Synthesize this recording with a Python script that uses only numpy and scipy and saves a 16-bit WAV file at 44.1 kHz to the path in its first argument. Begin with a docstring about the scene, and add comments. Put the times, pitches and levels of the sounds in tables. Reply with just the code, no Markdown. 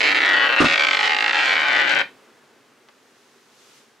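"""Rapid hard clicks: a coin spins on its rim across a table, hopping, chattering and scraping, until it
leaves the far edge at about 2 s. Near 0.6 s the rim squeaks and a hand slaps the table; later come one
tick and the swell of a sliding sleeve, in a quiet small room. Taps are impulses that pass through a click
spectrum, shifting echoes and decaying resonances; scraping, drumming, sleeve and air are shaped noise."""
import sys
import numpy as np
from scipy import signal
from scipy.fft import rfft, irfft
from scipy.io import wavfile
from scipy.ndimage import uniform_filter1d, minimum_filter1d, map_coordinates

SR = 44100
rng = np.random.default_rng(int(sys.argv[2]) if len(sys.argv) > 2 else 0)


def persist_wave(psi):
    """Save psi, clipped to +-1, as 16-bit WAV."""
    counts = np.round(np.clip(psi, -1, 1) * 32767).astype(np.int16)
    wavfile.write(sys.argv[1], SR, np.atleast_2d(counts).T)


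N = 176400

# distinct hops of the coin: time_s, relative_db
HOP_TABLE = [(0.0063, -2.5), (0.0152, -2.0), (0.0305, -3.0), (0.0402, -1.5), (0.0479, -4.5), (0.0545, -3.0),
             (0.0606, -5.0), (0.0675, -2.5), (0.0744, -3.0), (0.08, -2.5), (0.0889, -2.5), (0.0955, -4.5),
             (0.1061, -3.0), (0.1164, -2.5), (0.1265, -2.0), (0.147, -1.5), (0.1563, -3.0), (0.1643, -4.5),
             (0.1709, -2.5), (0.1776, -3.5), (0.1871, -2.0), (0.2047, -2.0), (0.2185, -2.0), (0.2302, -1.5),
             (0.2365, -2.5), (0.2487, -1.5), (0.256, -5.0), (0.2631, -4.0), (0.268, -2.0), (0.2791, -1.5),
             (0.2896, -1.5), (0.299, -1.5), (0.3105, -1.0), (0.3205, -1.5), (0.3325, -3.5), (0.3383, -2.0),
             (0.344, -2.5), (0.3489, -3.0), (0.3556, -4.5), (0.3663, -3.5), (0.371, -2.0), (0.3769, -2.5),
             (0.3836, -3.0), (0.3969, -2.0), (0.4061, -2.5), (0.4145, -1.5), (0.4219, -1.0), (0.43, -2.5),
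             (0.4361, -2.5), (0.4432, -2.0), (0.4505, -1.5), (0.4584, -3.5), (0.4655, -5.0), (0.4716, -4.0),
             (0.4769, -5.0), (0.492, -1.5), (0.5004, -1.5), (0.5087, -5.0), (0.5176, -4.5), (0.5251, -3.0),
             (0.5324, -3.0), (0.5398, -3.0), (0.5477, -5.0), (0.5633, -3.0), (0.5725, -3.0), (0.5818, -0.5),
             (0.5871, -3.0), (0.5968, -2.0), (0.6166, -2.0), (0.6535, -3.5), (0.6599, -2.5), (0.6682, -2.5),
             (0.6842, -2.0), (0.6988, -2.0), (0.7113, -1.5), (0.7237, -3.0), (0.7343, -3.5), (0.7407, -2.0),
             (0.7577, -2.0), (0.7777, -2.0), (0.7954, -1.0), (0.8077, -1.0), (0.8213, -2.0), (0.8356, -1.5),
             (0.8482, -0.5), (0.869, -1.5), (0.886, -0.5), (0.9102, 0.0), (0.9318, -1.5), (0.9475, -1.5),
             (0.9704, -2.0), (0.9915, -2.5), (1.0095, -2.5), (1.0298, -3.0), (1.0761, -2.5), (1.0951, -3.0),
             (1.1067, -4.5), (1.1198, -3.5), (1.1327, -4.5), (1.147, -4.0), (1.1659, -3.5), (1.187, -3.0),
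             (1.2069, -3.0), (1.2247, -3.0), (1.2428, -2.5), (1.2619, -2.5), (1.2802, -3.5), (1.2948, -3.0),
             (1.3098, -4.0), (1.3317, -4.0), (1.3459, -4.0), (1.3554, -3.5), (1.3686, -3.5), (1.3895, -4.5),
             (1.465, -4.0), (1.4793, -4.5), (1.4937, -1.5), (1.5072, -2.0), (1.5188, -2.5), (1.5278, -1.5),
             (1.5381, -2.5), (1.555, -3.0), (1.5661, -1.5), (1.5793, -2.5), (1.5918, -3.0), (1.6041, -3.5),
             (1.618, -3.0), (1.6313, -4.0), (1.6396, -5.0), (1.6842, -5.0), (1.6908, -5.0), (1.6979, -4.5),
             (1.7058, -4.0), (1.7135, -4.0), (1.7204, -3.5), (1.7317, -3.0), (1.7398, -3.5), (1.7496, -3.0),
             (1.7567, -4.5), (1.763, -2.0), (1.7702, -2.5), (1.7821, -3.5), (1.7903, -2.0), (1.797, -2.0),
             (1.8062, -2.5), (1.8136, -3.5), (1.8196, -3.5), (1.8268, -5.0), (1.8803, -4.0), (1.8997, -4.0),
             (1.9065, -4.0), (1.914, -2.5), (1.9233, -3.5), (1.9314, -4.5), (1.938, -3.0), (1.9563, -3.0),
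             (1.9958, -3.5), (2.0036, -3.5), (2.0145, -3.0)]
# reverberation of the table top: frequency_hz, t60_s
TOP_DECAY = [(200, 0.061), (1500, 0.05), (3000, 0.022), (8000, 0.017)]
TOP_BUILD_S = 0.0037  # build-up time of that reverberation


def amp(db):
    """Amplitude ratio: a level of 20 dB is a factor of ten."""
    return 10 ** (np.asarray(db) / 20)


def unit(x):
    """Normalisation by the root mean square, so that the rms becomes 1."""
    return x / np.sqrt(np.mean(x ** 2) + 1e-20)


def along(points, hz):
    """Interpolation of (frequency_hz, value) points on a logarithmic frequency axis."""
    f, v = np.transpose(points)
    return np.interp(np.log(hz + 1), np.log(f + 1), v)


def curve(points):
    """Linear interpolation of (time_s, value) points at every sample; the end values are held."""
    return np.interp(np.arange(N) / SR, *np.transpose(points))


def sides(db):
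    """Interaural level difference: left and right gains of mean 1, left louder when db is positive."""
    g = amp(np.array([[.5], [-.5]]) * db)
    return g / g.mean(0)


def convolve(x, response):
    """Linear superposition: every sample of x launches a scaled copy of the impulse response."""
    return signal.fftconvolve(np.atleast_2d(x), np.atleast_2d(response), axes=1)[:, :N]


def click(colour, size=4096):
    """Minimum-phase pulse of peak 1, whose energy comes as early as its spectrum allows."""
    log_spectrum = np.log(amp(along(colour, np.fft.rfftfreq(size, 1 / SR))))
    # folding the cepstrum onto positive times makes the pulse causal
    cepstrum = irfft(log_spectrum)
    cepstrum[1:size // 2] *= 2
    cepstrum[size // 2 + 1:] = 0
    pulse = irfft(np.exp(rfft(cepstrum)))
    return pulse / np.abs(pulse).max()


def impulses(times, gains):
    """Band-limited impulses: windowed sinc functions place each one between samples."""
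    index = np.floor(times * SR)[:, None] + np.arange(-7, 9)
    off = index - times[:, None] * SR
    shape = np.sinc(off) * np.cos(np.pi * off / 16) ** 2
    places = np.clip(index, 0, N - 1).astype(int)
    return np.bincount(places.ravel(), (gains[:, None] * shape).ravel(), N)


def noise(colour, side_db):
    """Filtered Gaussian noise of rms 1; the level of the side signal sets the stereo width."""
    gain = amp(along(colour, np.fft.rfftfreq(N, 1 / SR)))
    mid, side = irfft(rfft(rng.standard_normal((2, N))) * gain, N)
    side = amp(side_db) * side
    return unit(np.array([mid + side, mid - side]))


def resonance(hz, lift_db, t60, size):
    """Damped oscillator struck by a unit blow; lift_db is its gain at the centre frequency."""
    t = np.arange(size) / SR
    decay = np.log(1000) / t60
    return amp(lift_db) * 2 * decay / SR * np.exp(-decay * t) * np.cos(2 * np.pi * hz * t)


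def diffuse(x, t60, build_s, side_db, count):
    """Diffuse reverberation: decaying noise responses, count in all, crossfade one into the next."""
    wide_hz = 368  # well below this, both ears receive nearly the same ringing
    out = np.zeros((2, N))
    place = np.arange(N) / N * (count - 1)
    for k in range(count):
        hz, t, z = signal.stft(rng.standard_normal((2, SR // 3)), SR, nperseg=128)
        z[1] *= (hz / (hz + wide_hz))[:, None]
        decay = amp(-60 * t / along(t60, hz)[:, None])
        mid, side = signal.istft(z * decay, SR, nperseg=128)[1]
        side = amp(side_db) * side
        age = np.arange(len(mid)) / SR
        tail = np.array([mid + side, mid - side]) * (1 - np.exp(-(age / build_s) ** 2))
        tail = tail / np.sqrt(np.sum(tail ** 2) / 2)
        # only the stretch of x near this response feeds it
        near = np.flatnonzero(np.abs(place - k) < 1)
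        fed = x[near] * np.cos(np.pi / 2 * (place[near] - k))
        part = signal.fftconvolve(fed[None], tail, axes=1)[:, :N - near[0]]
        out[:, near[0]:near[0] + part.shape[1]] += part
    return out


def scrape(grain_hz=260):
    """Friction noise: the rim scrapes in random spurts, hardest just before each distinct hop."""
    # time_s, rms_db
    scrape_level = [(0, -37), (.2, -41), (.55, -43), (.65, -33), (.8, -38), (.92, -34), (1.0, -37),
                    (1.05, -30), (1.12, -39), (1.32, -37), (1.43, -30), (1.6, -38), (1.85, -36),
                    (2.015, -36), (2.03, -90)]
    # frequency_hz, relative_db
    scrape_colour = [(40, -50), (200, -16), (800, -6), (2000, -2), (4300, 0), (6000, -8), (7500, -13),
                     (10000, -30), (15000, -44)]
    rough_db, lead_db = 4, 9  # random unevenness, and the rise before a hop
    lead_s, lead_width_s = 0.0048, 0.002
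    spurts = map_coordinates(rng.standard_normal(N), [np.arange(N) * grain_hz / SR])
    starts = np.transpose(HOP_TABLE)[0] - lead_s
    bump = signal.windows.gaussian(SR // 20, lead_width_s * SR)
    lead = signal.fftconvolve(impulses(starts, np.ones(len(starts))), bump, 'same')
    rough = amp(rough_db * spurts + lead_db * lead) * noise(scrape_colour, side_db=-9.5)
    return amp(curve(scrape_level)) * unit(rough)


def drum():
    """Forced vibration: the rolling coin makes the top drum softly and low, most strongly near the edge."""
    # time_s, rms_db
    drum_level = [(0, -73), (1.2, -66), (1.6, -56.5), (1.8, -57.5), (2.0, -48.5), (2.07, -60), (2.2, -100)]
    # frequency_hz, relative_db
    drum_colour = [(60, -35), (110, 8.5), (170, 17), (260, 8), (500, -25)]
    return amp(curve(drum_level)) * noise(drum_colour, side_db=-30.0)


def still_air():
    """Stationary background noise: the air of the room, whose level falls over the scene."""
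    # frequency_hz, relative_db
    air_colour = [(20, -22), (60, -30), (90, -12.5), (140, -0.5), (180, -6.5), (235, 6.5), (320, 2),
                  (400, 7.5), (600, -0.5), (1500, -1), (3800, -10), (7000, -16.5), (10000, -21),
                  (15800, -30)]
    # time_s, rms_db
    air_level = [(0, -41), (2.15, -52.5), (2.6, -56), (3.4, -57.5), (3.8, -56.5), (4, -59)]
    return amp(curve(air_level)) * noise(air_colour, side_db=-11.5)


def taps(count=16):
    """Impact train: times and gains of the distinct hops and of the uneven chatter between them."""
    # runs of fast chatter of the rim: start_s, end_s, taps_per_s, relative_db
    chatter = [(1.039, 1.068, 182, -6.5), (1.376, 1.40, 163, -6), (1.402, 1.46, 160, -6),
               (1.471, 1.488, 140, -6.5), (1.648, 1.682, 180, -7.5), (1.834, 1.9, 169, -7),
               (1.965, 1.991, 147, -3)]
    gap_scatter, tap_scatter_db = 0.18, 1  # standard deviations: of log gap, and of level
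    hop_db = -3.5  # common gain of all contacts
    rows = list(HOP_TABLE)
    for start, end, rate, db in chatter:
        gap, size = rng.standard_normal((2, count))
        gaps = np.exp(gap_scatter * gap) / rate
        times = start + np.cumsum(gaps) - gaps[0]
        rows += [(s, db - tap_scatter_db * z) for s, z in zip(times, size) if s < end]
    times, db = np.transpose(rows)
    return times, amp(db + hop_db)


def gliding(times, gains, size=800):
    """Position-dependent resonance: each tap rings the frequencies that belong to where it lands."""
    # three resonances of the top that glide as the coin wanders, each a list of: time_s, frequency_hz
    glides = [
        [(0, 2210), (.14, 2240), (.24, 1900), (.38, 1920), (.48, 1520), (.85, 1370), (1.6, 660)],
        [(0, 4000), (.3, 3260), (.5, 2700), (.68, 2570), (.85, 2200), (1.05, 1880), (1.3, 1740), (1.55, 1460),
         (1.8, 1440), (2.02, 1490)],
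        [(0, 5450), (.75, 3410), (1.05, 2800), (1.28, 2760), (1.52, 2285), (1.78, 1880), (1.92, 1570),
         (2.02, 1900)],
    ]
    # lift of each of the three at the best frequency: lift_db
    glide_lift = [-3, -2, -1]
    best_hz, fall_db = 2220, 11  # taps ring the glides best here; dB lost per octave away
    index = np.round(times * SR).astype(int)[:, None] + np.arange(size)
    rings = 0
    for glide, db in zip(glides, glide_lift):
        hz = np.interp(times, *np.transpose(glide))[:, None]
        lift_db = db - fall_db * np.abs(np.log2(hz / best_hz))
        rings = rings + resonance(hz, lift_db, t60=0.02, size=size)
    return np.bincount(index.ravel(), (gains[:, None] * rings).ravel(), N)[:N]


def coin():
    """Impact and propagation: taps arrive directly and by shifting echoes, and leave top and coin ringing."""
    # travel time of six echoes in the top as the coin wanders: time_s, then delay_ms for each echo
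    paths = [(0.0, 0.42, 0.95, 4.75, 2.63, 3.67, 4.64), (0.2, 0.48, 1.02, 3.5, 2.63, 3.97, 4.86),
             (0.38, 0.65, 1.13, 2.73, 2.64, 3.74, 4.81), (0.55, 0.71, 1.48, 2.5, 2.62, 3.68, 4.48),
             (0.72, 0.83, 1.56, 2.02, 2.67, 3.85, 4.38), (0.88, 0.89, 1.85, 2.27, 2.59, 3.92, 4.69),
             (1.08, 1.01, 2.41, 2.42, 2.61, 3.7, 4.68), (1.3, 1.14, 2.23, 3.29, 2.48, 3.75, 4.77),
             (1.55, 1.29, 2.14, 3.63, 2.69, 3.85, 4.97), (1.78, 1.36, 1.98, 3.97, 2.5, 4.06, 4.7),
             (2.02, 1.25, 2.04, 3.79, 2.57, 3.84, 4.52)]
    # the same six echoes: strength (gain), left_over_right_db
    echoes = [(.69, 5), (.25, -8), (.19, 6), (.48, -5), (.35, 5), (.28, -5)]
    # side from which the direct click arrives: time_s, left_over_right_db
    pan = [(0, -7), (.2, -2.5), (.45, 4), (.6, 7), (.85, 0), (1.3, -3), (1.55, 1), (1.75, 8), (1.92, 19),
           (2.02, 21)]
    # spectrum of one click: frequency_hz, relative_db
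    click_colour = [(30, -50), (70, -43), (120, -35.5), (250, -26.5), (500, -8.5), (1000, -8), (1500, -1),
                    (2000, 1.5), (3000, -2.5), (4500, -11.5), (6000, -25), (7500, -29.5), (10000, -51),
                    (15000, -58)]
    # change in the treble of the clicks: time_s, gain_db
    treble_level = [(0, 5.5), (.25, -4.5), (.55, -24), (.66, 6), (.9, 5), (1.2, 3), (1.45, -0.5),
                    (1.7, -11.5), (2.02, -31)]
    # lasting modes of the table: frequency_hz, lift_db, t60_s
    table_modes = [(287.3, 17, 0.078), (563, 6.5, 0.079), (1884, 1.5, 0.12)]
    # a mode of the top that sounds mid-table: time_s, lift_db
    hum_lift = [(.65, -3), (.8, 17.5), (1.35, 17), (1.5, -4)]

    times, gains = taps()
    blows = impulses(times, gains)
    direct = blows * sides(curve(pan)) + gliding(times, gains)
    top = direct + amp(-4) * diffuse(blows, TOP_DECAY, TOP_BUILD_S, side_db=0, count=25)
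    when, *delays_ms = np.transpose(paths)
    for delay_ms, (strength, pan_db) in zip(delays_ms, echoes):
        arrivals = times + np.interp(times, when, delay_ms) / 1000
        top = top + strength * (sides(pan_db) * impulses(arrivals, gains) + gliding(arrivals, gains))

    modes = sum(resonance(hz, db, t60, size=SR // 2) for hz, db, t60 in table_modes)
    hum = convolve(blows * amp(curve(hum_lift)), resonance(841, 0, t60=0.17, size=SR // 2))
    clicks = convolve(top + hum + convolve(blows, modes), click(click_colour))

    high_pass = signal.butter(2, 4370, 'high', fs=SR, output='sos')
    treble = signal.sosfiltfilt(high_pass, clicks)
    # the coin's own high ring
    coin_hz, coin_db, coin_t60_s = 13320, -63, .3
    t = np.arange(SR // 2) / SR
    metal = amp(coin_db - 60 * t / coin_t60_s) * np.sin(2 * np.pi * coin_hz * t)
    return clicks + (amp(curve(treble_level)) - 1) * treble + convolve(blows, metal)


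def small_room(source):
    """Room reverberation: a dense answer to the sounds of the table, decaying at its own rate per frequency."""
    # frequency_hz, t60_s
    room_decay = [(150, 0.23), (1000, 0.17), (4000, 0.2), (10000, 0.1)]
    return amp(-13) * diffuse(source.mean(0), room_decay, build_s=0.015, side_db=-8, count=30)


def squeak():
    """Frictional tone: the rim skids once, a bright sine under a short Gaussian envelope."""
    centre_s, width_s, squeak_hz, squeak_db = .597, .0045, 2750, -12
    t = np.arange(N) / SR - centre_s
    return amp(squeak_db) * np.exp(-.5 * (t / width_s) ** 2) * np.sin(2 * np.pi * squeak_hz * t)


def slap(attack_s=0.0017):
    """Soft impact: palm and fingers each give the table a push and a short, dull, decaying shudder."""
    # palm and fingers landing: time_s, relative_db, t60_s
    landings = [(0.599, -32, 0.079), (.603, -8, 0.12), (0.618, -16.5, 0.12), (0.643, -12.5, 0.086)]
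    # frequency_hz, relative_db
    slap_colour = [(20, -23), (35, -29), (55, -36), (75, -30), (95, -31), (115, -5), (200, -4), (286, 5),
                   (450, -8), (580, -3), (800, -13), (1280, -1.5), (2000, -14.5), (4000, -19.5),
                   (9000, -36), (15000, -67)]
    push_db = 2  # strongest push
    t = np.arange(N) / SR
    shudder = 0
    for start, level_db, t60 in landings:
        age = np.maximum(t - start, 0)
        shudder = shudder + amp(level_db - 60 * age / t60) * (1 - np.exp(-age / attack_s))
    times, db, _ = np.transpose(landings)
    push = convolve(impulses(times, amp(db - db.max() + push_db)), click(slap_colour))
    return push + shudder * noise(slap_colour, side_db=-9.5)


def sleeve():
    """Friction noise of cloth: a sleeve moves over the table, very faint at first and swelling late."""
    # time_s, rms_db
    sleeve_level = [(2.8, -68), (3.2, -61.5), (3.48, -61.5), (3.62, -55.5), (3.78, -53.5), (3.87, -63),
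                    (4, -66.5)]
    # frequency_hz, relative_db
    sleeve_colour = [(200, -21), (1000, 2), (3000, 6.5), (6500, 5), (9000, -3), (12000, -6), (15500, -20)]
    return amp(curve(sleeve_level)) * noise(sleeve_colour, side_db=-4.5)


def tick(ring_db=-3):
    """Impulse response of the top: one faint, dry blow with its short reverberation."""
    # frequency_hz, relative_db
    tick_colour = [(100, -23), (600, 6), (3000, 4), (5500, -2), (9000, -24), (15000, -31)]
    tick_s, tick_db = 2.8873, -33
    blow = impulses(np.array([tick_s]), np.array([amp(tick_db)]))
    ring = amp(ring_db) * diffuse(blow, TOP_DECAY, TOP_BUILD_S, side_db=-1, count=2)
    return convolve(blow + ring, click(tick_colour))


def scene():
    """Superposition: the table and its reverberation in a small room, with the sleeve and the still air."""
    table = coin() + scrape() + drum() + squeak() + slap() + tick()
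    return table + small_room(table) + sleeve() + still_air()


def record(dry, ceiling=0.54, window=65, cut_hz=15800):
    """Peak limiting and band limiting: a fast gain holds the mean of both channels under the ceiling."""
    need = np.minimum(1, ceiling / (np.abs(dry.mean(0)) + 1e-9))
    gain = uniform_filter1d(minimum_filter1d(need, size=window), size=window)
    spectrum = rfft(dry * gain, 2 * N)
    return irfft(spectrum * (np.fft.rfftfreq(2 * N, 1 / SR) < cut_hz))[:, :N]


dry = scene()
out = record(dry)
persist_wave(out)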